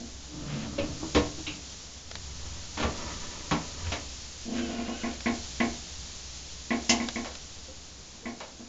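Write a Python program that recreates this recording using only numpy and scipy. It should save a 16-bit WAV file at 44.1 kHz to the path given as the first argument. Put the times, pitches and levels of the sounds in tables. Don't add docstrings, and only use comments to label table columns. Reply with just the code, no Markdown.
import sys
import numpy as np
from scipy import signal
from scipy.fft import rfft, irfft, next_fast_len
from scipy.io import wavfile

SR = 44100
rng = np.random.default_rng(int(sys.argv[2]) if len(sys.argv) > 2 else 0)


def pcm_store(signal):
    levels = np.round(np.clip(np.atleast_2d(signal), -1, 1) * 32767)
    wavfile.write(sys.argv[1], SR, levels.astype(np.int16).T)


N = 382788
TIME = np.arange(N) / SR
RING_TIME = np.arange(SR * 3 // 4) / SR


def amp(db):
    return 10 ** (np.asarray(db) / 20)


def unit(x):
    return x / np.sqrt(np.mean(x ** 2) + 1e-20)


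def unit_blow(x):
    return x / np.sqrt(np.mean(x[:SR // 25] ** 2) + 1e-20)


def read(points, hz):
    table_hz, value = np.transpose(points)
    return np.interp(np.log(hz + 1), np.log(table_hz + 1), value)


def level(curve):
    return amp(np.interp(TIME, *np.transpose(curve)))


def add(mix, s, sound):
    part = mix[max(round(s * SR), 0):][:len(sound)]
    part += sound[:len(part)]


def coloured(x, colour):
    size = next_fast_len(len(x))
    gain = amp(read(colour, np.fft.rfftfreq(size, 1 / SR)))
    return unit(irfft(rfft(x, size) * gain, size)[:len(x)])


def butter(x, hz, kind, order=2):
    return signal.sosfilt(signal.butter(order, min(hz, SR / 2 - 1), kind, fs=SR, output="sos"), x)


def drift(per_s):
    knots = rng.standard_normal(4096)
    return unit(np.interp(TIME * per_s, np.arange(len(knots)), knots))


def resonate(x, hz, width):
    turn = np.exp(2j * np.pi * np.cumsum(hz * np.ones(len(x))) / SR)
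    r = np.exp(-np.pi * width / SR)
    return unit((turn * signal.lfilter([1 - r], [1, -r], x / turn)).real)


def grains(per_s, spread_db):
    size = amp(spread_db * np.minimum(rng.exponential(1, N), 4))
    return unit(size * rng.standard_normal(N) * (rng.random(N) < per_s / SR))


def swells(rows, attack_s, release_s):
    power = 0
    for s, length, db in rows:
        outside = np.maximum(s - TIME, 0) / attack_s + np.maximum(TIME - s - length, 0) / release_s
        power = power + amp(db - 20 * outside) ** 2
    return np.sqrt(power)


def ring(modes, length=1):
    t = RING_TIME
    total = 0
    for hz, db, t60 in modes:
        fade = amp(db - 60 * t / (t60 * length))
        total = total + fade * np.sin(2 * np.pi * (hz * t + rng.random()))
    return unit_blow(total)


# pitch_hz, time to fall 60 dB [s]
ROOM_FADE = [(80, 0.51), (260, 0.42), (700, 0.44), (1800, 0.31), (4000, 0.22), (8000, 0.18)]


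def wash(colour, length=1, hold=.02):
    noise = coloured(rng.standard_normal(len(RING_TIME)), colour)
    hz, t, bands = signal.stft(noise, SR, nperseg=512)
    bands = bands * amp(-60 * np.maximum(t - hold, 0) / (length * read(ROOM_FADE, hz)[:, None]))
    return unit_blow(signal.istft(bands, SR, nperseg=512)[1][:len(noise)])


def crack(colour, t60):
    t = RING_TIME
    return coloured(rng.standard_normal(len(t)), colour) * amp(-60 * t / t60) * np.minimum(t * 1000, 1)


def onset(x, swell, bass_lag=.008):
    bass = butter(x, 370, "low", order=1)
    treble_rise = 1 - np.exp(-RING_TIME / swell)
    bass_rise = 1 - np.exp(-RING_TIME / (swell + bass_lag))
    return (x - bass) * treble_rise + bass * bass_rise


# start_s, length_s, level_db
RUMBLE_BOUTS = [(.8, 0.13, -41), (1.2, 0.28, -47), (2.2, 0.46, -43), (2.87, 0.38, -40), (3.78, .12, -40.5)]
# pitch_hz, level_db per Hz
RUMBLE_COLOUR = [(15, -2), (38, -14), (50, -15.5), (70, -3.5), (88, -5), (105, -17.5), (160, -15.5),
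                 (400, -38)]
# time_s, level_db
HUM_LEVEL = [(0, -49), (2, -52.5), (4.3, -48), (5.0, -50.5), (5.5, -45), (6.6, -50), (7.6, -51),
             (8.68, -60.5)]
# pitch_hz, level_db per Hz
AIR_COLOUR = [(15, 7), (40, -12), (100, -4.5), (200, -2), (350, -6.5), (600, -9), (1500, -15.5),
              (4000, -21), (9000, -17.5)]
HUM_HZ, AIR_DB = 64.2, -51


def background(waver=0.3, throb_db=3, hum_db=-1.0, rumble_db=0.4):
    tone = np.sin(2 * np.pi * HUM_HZ * TIME + waver * drift(7.1))
    hum = unit(tone * amp(throb_db * np.tanh(drift(8.8))))
    rumble = coloured(rng.standard_normal(N), RUMBLE_COLOUR)
    bouts = swells(RUMBLE_BOUTS, attack_s=0.23, release_s=.25)
    shaking = np.hypot(amp(rumble_db) * level(HUM_LEVEL), bouts)
    air = amp(AIR_DB) * coloured(rng.standard_normal(N), AIR_COLOUR)
    return amp(hum_db) * level(HUM_LEVEL) * hum + shaking * rumble + air


# time_s, level_db
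HISS_LEVEL = [(0.0, -49.5), (0.8, -48), (1.11, -44), (2.03, -49), (2.9, -44.5), (3.92, -44.5), (4.93, -48),
              (5.44, -43.5), (6.67, -47), (6.91, -44), (7.88, -50.5), (8.68, -52.5)]
# pitch_hz, level_db per Hz
HISS_COLOUR = [(500, -10), (1500, -10.5), (2200, -8.5), (3200, -3.5), (4200, -1.5), (5500, -0.5),
               (6800, 0.5), (9000, -3.5)]
# start_s, length_s, level_db
SPUTTER_BOUTS = [(2.45, 0.12, -52), (3.04, 0.063, -40), (3.25, 0.7, -48.5)]
# pitch_hz, level_db per Hz
SPUTTER_COLOUR = [(100, -3.5), (250, 10), (600, -1), (1200, -8), (1600, -15), (2500, -8), (5000, -11.5),
                  (8000, -23)]
# pitch_hz, width_hz, level_db
PLATE_RESONANCES = [(575, 24, -5.5), (978, 51, 0), (1177, 40, -6), (1270, 66, -4.5), (1760, 50, -6),
                    (1926, 50, -9.5)]


def hiss_and_sputter(hiss_db=6, flutter_db=.5, plates_db=-3, spit_db=1.0):
    hiss = coloured(rng.standard_normal(N), HISS_COLOUR) * amp(hiss_db + flutter_db * drift(25))
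    spits = grains(per_s=5000, spread_db=-1.0) * amp(spit_db * drift(29.83))
    plates = unit(sum(amp(db) * resonate(spits, hz, width) for hz, width, db in PLATE_RESONANCES))
    sputter = unit(coloured(spits, SPUTTER_COLOUR) + amp(plates_db) * plates)
    return level(HISS_LEVEL) * hiss + swells(SPUTTER_BOUTS, attack_s=0.35, release_s=0.26) * sputter


SWING_S, FASTEST_S, OPEN_S = 4.452, 4.556, 5.13
SLIP_GAP_S, SLOWING_S, CREAK_DB = .015, .15, -12


def creak(uneven=.22, uneven_db=3, count=10):
    s, slips = SWING_S, []
    for early, strong in rng.standard_normal((count, 2)):
        slips.append((s, CREAK_DB + uneven_db * strong))
        slowness = min(abs(s - FASTEST_S) / SLOWING_S, 2)
        s += SLIP_GAP_S * np.exp(slowness + uneven * early)
    return slips


DULL_HZ, SHARP_HZ = 600, 3600
FAINT_DB, FIRM_DB = -20, -10


def release_hz(s, db):
    opened = np.clip((s - SWING_S) / (OPEN_S - SWING_S), 0, 1)
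    firm = np.clip((db - FAINT_DB) / (FIRM_DB - FAINT_DB), 0, 1)
    return DULL_HZ * (SHARP_HZ / DULL_HZ) ** (firm * opened ** 2)


# time_s, force_db
SINGLE_SLIPS = [(.002, -15.5), (4.687, -8.5), (4.727, -9.5), (4.782, -8.5), (4.881, -7.5), (5.034, -6),
                (5.258, -1.5), (5.601, 0), (6.705, -2), (6.893, -1), (6.999, -7), (7.157, -8), (8.255, -11),
                (8.594, -19.5)]
# pitch_hz, level_db, time to fall 60 dB [s]
LID_MODES = [(134.6, -13.5, 0.16), (217, -8, 0.28), (236.9, 2, 0.34), (298.6, 0, 0.17), (336.4, -4.5, 0.28),
             (399, -18.5, .26), (456.5, -12, 0.26), (511, -17.5, 0.24), (553, -21, .3), (641, -12, 0.25),
             (694, -9, 0.34), (767, -16, 0.28), (792, -17, .3), (878, -25.5, 0.25), (886, -19.5, 0.23),
             (1014, -17, 0.31), (1057.5, -14, 0.27), (1088, -9, 0.24), (1703, -20, 0.25),
             (1805, -18.5, 0.24), (1770, -24, 0.19), (1994, -8.5, 0.17), (2115, -12.5, 0.11),
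             (2100, -16.5, .26), (2146, -18, 0.31), (2224, -10.5, 0.29), (2400, -20, 0.16),
             (2390, -29, 0.31)]
# pitch_hz, level_db per Hz
LID_WASH = [(40, -13), (130, -1), (180, -8), (260, 7.5), (430, -4.5), (560, -7), (750, -1), (1100, -18.5),
            (1350, -12.5), (1800, -9), (2250, -7.5), (2800, -13), (4000, -14), (8000, -19)]
# pitch_hz, level_db per Hz
SLIP_SNAP = [(200, -28), (900, -18), (1400, -9), (1750, -4.5), (2200, 7), (2500, -9), (3200, -10),
             (8000, -34)]


def hinge(level_db=-24, wash_db=-8, snap_db=-5, snap_t60=0.056, change=.35):
    modes, shared = ring(LID_MODES), wash(LID_WASH, length=1.0, hold=0.022)
    out = np.zeros(N)
    for s, db in SINGLE_SLIPS + creak():
        weak = unit_blow(shared + change * wash(LID_WASH, length=0.88, hold=0.016))
        lid = unit_blow(onset(modes + amp(wash_db) * weak, swell=0.0047, bass_lag=0.0063))
        snap = onset(crack(SLIP_SNAP, snap_t60), swell=0.0016)
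        slip = lid + 2 * amp(snap_db) * snap
        add(out, s, amp(db) * butter(slip, release_hz(s, db), "low", order=3))
    return amp(level_db) * out


def squeal(hz, shake_db, jitter_hz):
    pitch = hz + jitter_hz * drift(120)
    return unit(np.sin(2 * np.pi * np.cumsum(pitch) / SR) * amp(shake_db * drift(60)))


# start_s, length_s, pitch_hz, level_db
GROANS = [(0.38, 0.032, 302, -40.5), (0.517, 0.027, 147.7, -38), (0.58, .04, 219, -39),
          (3.857, 0.026, 86.6, -30.5), (3.865, .025, 965, -51)]
# start_s, length_s, level_db of the grinding with its echo
GRIND_STROKES = [(.42, 0.32, -40), (.88, 0.17, -41.5), (1.5, .04, -46.5)]
# pitch_hz, level_db per Hz
GRIND_COLOUR = [(40, -28.5), (100, -14.5), (140, 7.5), (180, -3), (230, -1), (310, 0), (380, -22),
                (520, -11.5), (750, -19.5), (1100, -19), (3000, -38.5)]
# start_s, length_s, level_db
RUB_STROKES = [(.5, 0.14, -44), (3.86, .02, -43), (4.565, 0.033, -39.5), (4.65, 0.49, -46)]
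# pitch_hz, level_db per Hz
RUB_COLOUR = [(250, -21), (500, 7.5), (900, -7.5), (1400, 0), (2200, -1), (3000, 0.5), (4200, -6.5),
              (7000, -13)]
# time_s, pitch_hz
SQUEAK_PITCH = [(4.56, 2865), (4.62, 3090), (4.72, 2845), (4.84, 2760), (4.96, 2950), (5.12, 2820)]
# multiple of that pitch, level_db about which it wanders
SQUEAK_TONES = [(.518, -57), (.748, -61), (.873, -55.5), (1, -56)]


def friction(room_db=0, wander_db=3.0):
    slips = grains(per_s=1500, spread_db=1.0)
    echo = unit(signal.oaconvolve(slips, wash(GRIND_COLOUR, length=0.69, hold=0.018))[:N])
    grinding = unit(coloured(slips, GRIND_COLOUR) + amp(room_db) * echo)
    out = swells(GRIND_STROKES, attack_s=0.2, release_s=0.29) * grinding
    rubbing = coloured(grains(per_s=6000, spread_db=-1), RUB_COLOUR)
    out += swells(RUB_STROKES, attack_s=.07, release_s=0.091) * rubbing
    for s, length, hz, db in GROANS:
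        out += swells([(s, length, db)], attack_s=0.079, release_s=.09) * squeal(hz, shake_db=2.5, jitter_hz=6)
    s, hz = np.transpose(SQUEAK_PITCH)
    pitch = np.interp(TIME, s, hz)
    squeak = np.zeros(N)
    for multiple, db in SQUEAK_TONES:
        strand = squeal(multiple * pitch, shake_db=4, jitter_hz=15.1)
        squeak += amp(db + wander_db * np.tanh(drift(14))) * strand
    fade = np.clip(np.minimum(TIME - s[0], s[-1] - TIME) / .02, 0, 1)
    return out + squeak * fade


def coloured_blow(x, bass_db, body_db, treble_db):
    size = 2 * len(x)
    shelves = [(170, bass_db), (450, body_db), (1000, 0.012), (2800, treble_db)]  # pitch_hz, gain_db
    return irfft(rfft(x, size) * amp(read(shelves, np.fft.rfftfreq(size, 1 / SR))))[:len(x)]


# pitch_hz, level_db, time to fall 60 dB before the length factor [s]
FRAME_MODES = [(74, -4, 0.31), (118.5, -12.5, 0.42), (228.6, -1, 0.21), (296, -1.5, 0.42),
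               (396.7, -4.5, 0.17), (493.7, -6, 0.24), (557, -8.5, 0.22), (634, -12, 0.46),
               (786, -5.5, 0.14), (882, -11, 0.27), (957, -8.5, 0.28), (1100, -7, 0.21), (1356, -14, 0.27),
               (1770, -14, 0.29), (2260, -12.5, 0.23), (2650, -18, 0.18), (2960, -15, .22),
               (3317, -8.5, 0.09), (3835, -15.5, 0.21)]
# pitch_hz, level_db per Hz
FRAME_WASH = [(30, -10), (80, -4.5), (250, 0.5), (600, -2.5), (1100, -7.5), (1500, -10), (2500, -9.5),
              (4000, -14), (6800, -20), (9000, -31)]
# pitch_hz, level_db per Hz
CRACK_COLOUR = [(100, -20), (400, -5), (1200, -1), (2500, -9), (4500, -11.5), (8000, -8)]


def strike(bass_db, body_db, treble_db, length, crack_db, note_hz, note_db,
           ring_db=1, note_t60=0.28, crack_t60=0.017):
    t = RING_TIME
    frame = unit_blow(wash(FRAME_WASH, length, hold=0.01) + amp(ring_db) * ring(FRAME_MODES, length))
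    note = 2 * amp(note_db - 60 * t / (note_t60 * length)) * np.sin(2 * np.pi * note_hz * t)
    body = coloured_blow(frame, bass_db, body_db, treble_db)
    blow = onset(body + note, swell=0.0028, bass_lag=0.0042)
    return blow + 2 * amp(crack_db) * crack(CRACK_COLOUR, crack_t60)


# time_s, level_db, strongest note pitch_hz
THUDS = [(.512, -46, 138), (.654, -43, 215), (.826, -38.5, 300), (1.027, -38, 321), (1.162, -26, 481),
         (1.378, -45, 319), (1.474, -45, 299), (2.842, -36, 75), (3.524, -30, 233), (7.682, -54, 523),
         (8.228, -57, 477)]


def thuds(usual_db=-40, treble_db=-19, crack_db=-18, note_db=5, brighten=0.74, blur=0.14):
    out = np.zeros(N)
    for s, db, note_hz in THUDS:
        force = db - usual_db
        blow = strike(bass_db=7.0, body_db=-1.5, treble_db=treble_db + brighten * force, length=0.72,
                      crack_db=crack_db + brighten * force / 2, note_hz=note_hz,
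                      note_db=note_db - blur * force)
        add(out, s, amp(db) * blow)
    return out


# time_s, level_db, weight_db, treble_db, strongest note pitch_hz,
# note level_db (before strike doubles its size)
CLANKS = [(.781, -38, 9, 5.5, 564, 7.5), (1.147, -25.5, 6, 6.5, 1076, -5.5),
          (2.772, -32.5, -2, 1.5, 980, -17), (2.797, -31.5, -0.5, 0, 1400, -11),
          (2.825, -26.5, -1.5, -1, 1165, -10.5), (3.511, -20.5, -10.5, -3, 162.5, -6),
          (3.918, -32, -2.5, 7, 700, -10)]


def clanks(bass_db=-1.5):
    out = np.zeros(N)
    for s, db, weight_db, treble_db, note_hz, note_db in CLANKS:
        blow = strike(bass_db + weight_db, weight_db, treble_db, length=1.01, crack_db=-3.5,
                      note_hz=note_hz, note_db=note_db)
        add(out, s, amp(db) * blow)
    return out


# time_s, level_db
LATCH_DROPS = [(.784, -40.5), (1.466, -35.5)]
# pitch_hz, level_db per Hz
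LATCH_COLOUR = [(200, -25), (900, -17), (1400, -13), (1900, -17), (2500, 0.5), (2950, -0.5), (3400, -10),
                (3850, -4), (4400, -17), (8000, -28)]


def latch(crack_db=-9):
    out = np.zeros(N)
    for s, db in LATCH_DROPS:
        rattle = onset(wash(LATCH_COLOUR, length=0.91, hold=0.011), swell=0.0016)
        contact = 2 * amp(crack_db) * crack(LATCH_COLOUR, t60=.025)
        add(out, s, amp(db) * (rattle + contact))
    return out


# time_s, level_db
TICKS = [(2.113, -44), (2.12, -62), (2.154, -41), (5.205, -44.5), (7.086, -35), (7.352, -46)]
# pitch_hz, level_db per Hz
TICK_COLOUR = [(100, -17), (500, -2), (850, -5), (1500, -5.5), (3000, -4.5), (4500, -4), (7000, -11)]


def ticks(t60=0.019, room_db=-25):
    out = np.zeros(N)
    for s, db in TICKS:
        room = wash(TICK_COLOUR, length=0.46, hold=.005)
        add(out, s, amp(db) * unit_blow(crack(TICK_COLOUR, t60) + amp(room_db) * room))
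    return out


# pitch_hz, level_db, time to fall 60 dB [s]
STEEL_MODES = [(2086, -9, .2), (2065, -5, 0.18), (2730, -7, 0.15), (2825, -13.5, 0.17), (2950, -13, .18),
               (5100, 3, 0.058), (5530, -7, 0.13), (6250, -3, 0.11)]
# pitch_hz, level_db per Hz
STEEL_WASH = [(100, 0.5), (450, -21.5), (700, 4.5), (1100, -3), (1400, -21), (2100, -13), (2900, 6),
              (3500, -2), (5000, 2.5), (6800, 4.5), (9000, -2.5)]
CLACK_S, CLACK_DB = 6.893, -20


def clack(ring_db=-3):
    out = np.zeros(N)
    x = wash(STEEL_WASH, length=1.0, hold=0.0091) + amp(ring_db) * ring(STEEL_MODES)
    add(out, CLACK_S, amp(CLACK_DB) * unit_blow(onset(x, swell=0.0019, bass_lag=0.0043)))
    return out


# time_s, level_db, strongest note pitch_hz
KNOCKS = [(7.246, -36.5, 553), (8.403, -36.5, 656)]


def knocks():
    out = np.zeros(N)
    for s, db, note_hz in KNOCKS:
        blow = strike(bass_db=-39, body_db=-2, treble_db=0.7, length=0.97, crack_db=2.0,
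                      note_hz=note_hz, note_db=-12.5)
        add(out, s, amp(db) * blow)
    return out


def scene():
    mono = background() + hiss_and_sputter() + hinge() + friction() + thuds()
    mono += clanks() + latch() + ticks() + clack() + knocks()
    return np.array([mono, mono])


MIC_EDGE_HZ, CUT_HZ = 7400, 9000


def record(dry, leak_db=-27):
    band = signal.oaconvolve(dry, signal.firwin(161, MIC_EDGE_HZ, fs=SR)[None], "same")
    heard = band + amp(leak_db) * (dry - band)
    cut = signal.firwin(511, CUT_HZ, window=("kaiser", 9), fs=SR)
    return signal.oaconvolve(heard, cut[None], "same")


dry = scene()
out = record(dry)
pcm_store(out)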